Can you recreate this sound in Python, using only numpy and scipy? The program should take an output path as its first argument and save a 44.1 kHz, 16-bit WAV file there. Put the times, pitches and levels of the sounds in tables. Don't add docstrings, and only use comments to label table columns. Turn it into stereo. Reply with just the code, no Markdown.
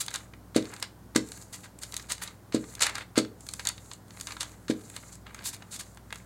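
import sys
import numpy as np
from scipy import signal
from scipy.fft import rfft, irfft
from scipy.io import wavfile
from scipy.ndimage import uniform_filter1d

SR = 44100
rng = np.random.default_rng(int(sys.argv[2]) if len(sys.argv) > 2 else 0)


def file_out(sig):
    cols = np.atleast_2d(sig).T
    lim = np.clip(cols, -1, 1)
    pcm = np.round(lim * 32767).astype(np.int16)
    wavfile.write(sys.argv[1], SR, pcm)


N = 275625
EARS = np.array([[1], [-1]])


def undb(db):
    return 10 ** (np.asarray(db) / 20)


def colour(x, points, lo_hz=1., hi_hz=1e6):
    hz = np.fft.rfftfreq(N, 1 / SR) + 1
    at_hz, db = np.transpose(points)
    edges = np.sqrt((1 + (lo_hz / hz) ** 8) * (1 + (hz / hi_hz) ** 8))
    gain = undb(np.interp(np.log(hz), np.log(at_hz), db)) / edges
    return irfft(rfft(x) * gain / np.sqrt(np.mean(gain ** 2)), N)


def add(track, start_s, shape):
    i = int(max(start_s, 0) * SR)
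    track[..., i:i + shape.shape[-1]] += shape[..., :N - i]


def grit(rate_hz, spread_db):
    step = int(SR / rate_hz)
    levels = np.repeat(rng.standard_normal(N // step + 1), step)[:N]
    gain = undb(spread_db * uniform_filter1d(levels, step))
    return gain / np.sqrt(np.mean(gain ** 2))


def zones(body_db, edge_db, middle_db, top_db):
    middle = 0.31 * body_db + 0.71 * edge_db + middle_db
    return undb([body_db, middle, edge_db, edge_db + top_db])


# contact in seconds, peak in dB before panning, push length in ms,
# lead of the sheet's first touch in ms, crush body level in dB, snap level in dB.
THUMPS = [(0.5604, -7, 1.72, 14, -37, -18.5), (1.158, -10, 2.4, 9.2, -33, -11),
          (2.544, -10.5, 2.27, 21, -41.5, -27), (3.1757, -7.5, 1.73, 19, -33.5, -15.5),
          (4.697, -12, 2.48, 15.3, -42.5, -35)]
# frequency in Hz, relative level in dB, T60 in seconds, sign.
TABLE_MODES = [(108, -32, .3, -1), (127, -20, .24, -1), (168, -17, .13, -1), (189, -29, .3, -1),
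               (218, -13, .18, -1), (230, -12, .19, -1), (268, -21, .35, -1), (285, -10, .13, 1),
               (319, -4, .2, 1), (343, -25, .32, 1), (362, -10, .08, 1), (405, -9, .22, 1),
               (438, -15, .25, 1), (475, 0, .05, 1), (506, -4, .07, -1), (549, -21, .19, 1),
               (593, -6, .04, -1), (627, -13, .17, -1), (717, -8, .08, -1)]


def thumps():
    t = np.arange(SR // 2) / SR
    ring = np.zeros(len(t))
    for hz, db, t60_s, sign in TABLE_MODES:
        ring += sign * undb(db) * np.sin(2 * np.pi * hz * t) * 1000 ** (-t / t60_s)
    out = np.zeros(N)
    for start_s, peak_db, push_ms, *_ in THUMPS:
        blow = np.convolve(ring, np.hanning(int(push_ms * SR / 1000)))
        add(out, start_s, undb(peak_db) * blow / np.abs(blow).max())
    return out


# start in seconds, length in seconds, film drive in dB, sheet drive in dB.
STROKES = [(-.1, .33, -52.5, -57.5), (0.588, 0.2, -51, -50.5), (1.213, .22, -48, -57),
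           (1.475, .16, -52, -60), (1.803, 0.22, -50, -54.5), (2.042, .26, -55.5, -56),
           (2.606, 0.13, -48.5, -56.5), (2.757, 0.23, -57, -46.5), (3.425, 0.22, -49, -61.5),
           (3.74, 0.2, -53.5, -66), (4.102, 0.25, -49.5, -55.5), (4.328, .2, -52.5, -54),
           (4.54, 0.12, -61, -70), (4.724, 0.21, -52.5, -60.5), (4.946, .2, -51.5, -59.5),
           (5.3, .32, -58, -54), (5.67, .24, -55, -65), (6.101, 0.1, -53.5, -58.5)]
STROKE_RISE_DB_PER_S, STROKE_FALL_DB_PER_S, STROKE_START_DB = 70, 258, -7


def strokes():
    t = np.arange(N) / SR
    power = np.full((2, N), 1e-10)
    for start_s, length_s, film_db, sheet_db in STROKES:
        press_db = np.minimum(STROKE_START_DB + STROKE_RISE_DB_PER_S * (t - start_s), 0)
        outside_s = np.maximum(np.maximum(t - start_s - length_s, start_s - t), 0)
        envelope = undb(press_db - STROKE_FALL_DB_PER_S * outside_s)
        power += np.outer(undb([film_db, sheet_db]), envelope) ** 2
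    return 10 * np.log10(power)


# frequency in Hz, relative density in dB per Hz.
GLUE = [(1650, -49), (2800, -38), (4090, -8.5), (5440, -14), (6520, -2.5), (7280, 0.5), (10800, -5.5),
        (14700, -17.5), (16000, -20)]
# frequency in Hz, relative density in dB per Hz.
PAPER = [(290, -11), (500, -4.5), (649, -11), (1030, -5), (1250, -4.5), (1620, -3.5), (3200, -8.5),
         (3750, -2.5), (4400, -2.5), (5710, -9.5), (6330, -3), (7750, -2.5), (10800, -9.5), (16000, -22.5)]


def smear():
    film_db, sheet_db = strokes()
    band, wide, sheet, core = rng.standard_normal((4, N))
    core = colour(core * undb(film_db - 11.5) * grit(6, 8.4), GLUE, 6800., 7400.)
    band = colour(band * undb(film_db - 7.0) * grit(90, 3.5), GLUE, 2800., 7200.)
    wide_db = film_db - 10.0 + 0.15 * (film_db + 43.0)
    wide = colour(wide * undb(wide_db) * grit(12, 2.1), GLUE, lo_hz=8440.)
    drag = colour(sheet * undb(sheet_db - 3.0) * grit(150, 6.3), PAPER, hi_hz=2470.)
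    return band + wide + core + drag


# start in seconds, length before the fade in seconds,
# edge level in dB, body level in dB, top minus edge in dB.
SCUFFS = [(0, 0.015, -31.5, -41.5, -2.5), (0.121, 0.044, -51, -43.5, -5), (.815, 0.028, -51.5, -47, -21),
          (1.524, .023, -43, -47.5, -6.5), (1.628, .029, -54.5, -48.5, -10), (1.812, .025, -44.5, -50, -9),
          (2.086, 0.043, -38, -41.5, -6), (2.212, 0.024, -41.5, -41.5, 1), (2.251, .033, -57, -50, -22),
          (2.803, .01, -33.5, -34.5, -20), (2.817, .0065, -21, -30, -21), (2.826, 0.036, -40, -32, -16),
          (2.856, 0.046, -54, -38, -14), (2.938, 0.028, -55, -41.5, -19), (2.959, 0.065, -56.5, -45, -12),
          (3.591, .013, -49, -43, -13), (3.642, .052, -53.5, -38.5, -8), (4.263, .062, -58, -49, -15),
          (4.397, .025, -42, -44, -21), (4.922, .056, -59, -52, 0), (5.247, 0.06, -81, -51.5, -8),
          (5.343, 0.053, -80, -52, -12), (5.435, 0.054, -36, -53.5, -3), (5.525, 0.021, -43.5, -54, -8),
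          (5.705, 0.058, -42, -51, -10), (5.788, 0.022, -39.5, -48, -8)]
SCUFF_RISE_SHARE, SCUFF_FADE_S, SCUFF_MIDDLE_DB = 0.41, 0.0092, -0.38
CRUSH_PEAK_S, CRUSH_HOLD_S = 0.0045, .012
CRUSH_MIDDLE_DB, CRUSH_EDGE_DB, CRUSH_TOP_DB = 3, -3.5, -12


def rubbing():
    rows = []
    for start_s, length_s, edge_db, body_db, top_db in SCUFFS:
        rise_s, hold_s = SCUFF_RISE_SHARE * length_s, (1 - SCUFF_RISE_SHARE) * length_s
        rows.append((start_s, rise_s, hold_s, body_db, edge_db, SCUFF_MIDDLE_DB, top_db))
    for start_s, _, _, early_ms, body_db, _ in THUMPS:
        early_s = early_ms / 1000
        rows.append((start_s - early_s, early_s + CRUSH_PEAK_S, CRUSH_HOLD_S,
                     body_db, body_db + CRUSH_EDGE_DB, CRUSH_MIDDLE_DB, CRUSH_TOP_DB))
    drive = np.zeros((4, N))
    t = np.arange(SR // 5) / SR
    for start_s, rise_s, hold_s, *levels_db in rows:
        fade = np.exp(-np.maximum(t - rise_s - hold_s, 0) / SCUFF_FADE_S)
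        shape = np.minimum(t / rise_s, 1) ** 1.14 * fade
        add(drive, start_s, np.outer(zones(*levels_db), shape))
    coarse, fine = grit(200, 4.5), grit(300, 2.0)
    return drive * [coarse, np.sqrt(coarse * fine), fine, fine]


# start in seconds, middle level in dB before a common trim,
# body minus middle in dB, edge minus middle in dB.
TICKS = [(0.0819, -18.5, -6, -9), (0.1056, -38, -5, 10), (0.112, -30, 0, -1), (0.1402, -19.5, -7, 3),
         (0.1496, -29.5, 6, -1), (0.158, -18, -18, 0), (0.3357, -42.5, 12, -12), (0.624, -30, -6, -5),
         (0.6538, -31.5, -4, -6), (0.7377, -38, 1, 13), (0.7635, -31, -1.5, -5), (0.8257, -17.5, -3, 1.5),
         (1.3184, -29.5, 0, 3), (1.7885, -42, -6, 9.5), (1.8335, -24.5, -8, 3.5), (1.9226, -27, -17, 2),
         (1.941, -22.5, -5.5, -1), (1.9659, -21, -11.5, 7.5), (1.996, -27, -4.5, -19),
         (2.12, -27.5, -14, 14), (2.1804, -32.5, -6, -4), (2.2753, -27, -14, -4), (2.64, -36.5, 3, -14),
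         (2.7514, -28.5, -18, 5), (2.7936, -26, -5, -9), (2.8316, -15, -21, -6), (2.866, -17, -5, 2.5),
         (2.896, -28, -6.5, 2), (2.9538, -20, -10, 0.5), (2.981, -34, 13.5, 4), (3.186, -15, -27.5, -5),
         (3.2487, -32.5, 1, -16), (3.407, -45, -13, 11), (3.488, -21.5, -7, -1.5), (3.5364, -29, -1, 12),
         (3.5949, -28, 0.5, -1), (3.652, -22.5, -14, 2), (3.671, -12.5, -14, 1.5), (3.6883, -13, -31, 2.5),
         (3.779, -33, -1, -19), (3.914, -27, -2, -11), (3.9342, -29, -14, -1), (4.106, -33, -5, -14),
         (4.1718, -41.5, 8.5, -3), (4.1992, -30, -5, 1), (4.2102, -25.5, -8.5, 6.5),
         (4.2704, -21, -6.5, -5), (4.3065, -29.5, 1.5, -14), (4.3206, -23.5, -18, -10), (4.367, -29, 3, -9),
         (4.4069, -16, -19, -3), (4.4295, -25, 1.5, 5.5), (4.899, -40, 4.5, 12), (4.9638, -25, -7, 3.5),
         (5.135, -50, 4, 10), (5.154, -48, 2, 17), (5.2663, -42, 11, -11), (5.3455, -32, 2.5, 7),
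         (5.39, -34.5, -3, -11), (5.432, -38, -2, -9), (5.6223, -35, 6.5, -17), (5.9721, -38.5, 6, -1),
         (6.105, -37.5, 4.5, -5), (6.1259, -26.5, 7, 1), (6.157, -35, 3, 6)]
TICK_TRIM_DB, TICK_TOP_MINUS_EDGE_DB = -5.5, -8.5
TOUCH_DB, TOUCH_BODY_DB, TOUCH_EDGE_DB = -29, 2, -9
SNAP_S, SNAP_BODY_DB, SNAP_EDGE_DB = 0.0029, -10, 2.5


def creases():
    ticks = list(TICKS)
    for start_s, _, _, early_ms, _, snap_db in THUMPS:
        ticks.append((start_s - early_ms / 1000, TOUCH_DB, TOUCH_BODY_DB, TOUCH_EDGE_DB))
        ticks.append((start_s + SNAP_S, snap_db, SNAP_BODY_DB, SNAP_EDGE_DB))
    out = np.zeros((4, N))
    t = np.arange(SR // 25) / SR
    decay_s = 0.0022 * np.array([[1.3], [1], [.8], [.55]])
    shape = (1 - np.exp(-t / (0.28 * decay_s))) * np.exp(-t / decay_s)
    for start_s, db, body_db, edge_db in ticks:
        zone_db = np.array([[body_db], [0], [edge_db], [edge_db + TICK_TOP_MINUS_EDGE_DB]])
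        add(out, start_s, undb(db + TICK_TRIM_DB + zone_db) * shape)
    film_db, sheet_db = strokes()
    for when, size, tone in rng.random((170, 3)):
        i = int(when * (N - 1))
        snap_db = 4.5 - 2.56 * np.log(1 - size)
        body_db = sheet_db[i] + snap_db - 9 * tone
        edge_db = film_db[i] + snap_db - 12 * (1 - tone)
        add(out, i / SR, np.outer(zones(body_db, edge_db, .1, -1.2), np.exp(-t / 0.0019)))
    return out


def paper():
    noise = (rubbing() + creases()) * rng.standard_normal((4, N))
    edges_hz = [600., 2900., 5600., 10500., 20000.]
    return sum(colour(v, PAPER, lo, hi) for v, lo, hi in zip(noise, edges_hz, edges_hz[1:]))


ROOM_T60_S, ROOM_LATE_DB, ROOM_GLANCE_DB = 0.21, -13, -9


def room(x, t60_s=ROOM_T60_S):
    t = np.arange(SR // 2) / SR
    both, apart, glance = rng.standard_normal((3, len(t)))
    late = (both + 0.3 * apart * EARS) * 1000 ** (-t / t60_s) * np.minimum(t / 0.002, 1)
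    late = signal.lfilter(*signal.butter(1, 7000., fs=SR), late)
    late = late / np.sqrt(np.sum(late ** 2) / 2)
    glance = signal.lfilter(*signal.butter(2, 6000., "high", fs=SR), glance) * np.exp(-t / .012)
    glance = EARS * glance / np.sqrt(np.sum(glance ** 2))
    tail = undb(ROOM_LATE_DB) * late + undb(ROOM_GLANCE_DB) * glance
    return signal.fftconvolve(x[None], tail, axes=1)[:, :N]


# frequency in Hz, relative density in dB per Hz.
HUSH = [(30, -17), (75, -10), (105, -0.5), (140, -8), (180, -1), (295, -6.5), (404, -10.5), (800, -13.5),
        (1500, -19), (2540, -30), (9000, -30), (16000, -32)]
HUSH_MID_DB = -54.5
# frequency in Hz, RMS level in dB before panning, waver spread in dB.
HUM = [(101.1, -57.5, -1), (122, -61, 2), (178, -69, 1.5), (302.5, -68.5, 6)]
MAINS_HZ, MOTOR_HZ = 60., 58.76


def hush():
    mid, side = rng.standard_normal((2, N))
    mid = colour(mid, HUSH)
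    side = signal.lfilter(*signal.butter(1, 350., "high", fs=SR), colour(side, HUSH)) * undb(0.5)
    air = undb(HUSH_MID_DB) * (mid + side * EARS)
    turn = 2 * np.pi * np.arange(N) / SR
    hum = np.zeros(N)
    for hz, db, waver_db in HUM:
        hum += undb(db) * grit(4.01, waver_db) * np.sin(hz * turn + 7 * rng.random())
    hum -= undb(-65.5) * np.sin(MOTOR_HZ * turn)
    mains = undb(-53) * np.sin(MAINS_HZ * turn) + undb(-59) * np.sin(3 * MAINS_HZ * turn)
    lines = hum * undb(-.7 * EARS) + mains * np.array([[1], [0]])
    return air + np.sqrt(2) * lines


def scene():
    table = thumps()
    sheet = paper() + smear()
    treble = signal.filtfilt(*signal.butter(2, 6000., "high", fs=SR), sheet)
    direct = table * undb(-.7 * EARS) + sheet + 0.087 * EARS * treble
    reflected = room(sheet) + room(undb(-3) * table, t60_s=0.42)
    return direct + reflected + hush()


TOP_HZ = 15900


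def record(dry):
    return signal.sosfilt(signal.ellip(10, .2, 70, TOP_HZ, fs=SR, output="sos"), dry)


dry = scene()
out = record(dry)
file_out(out)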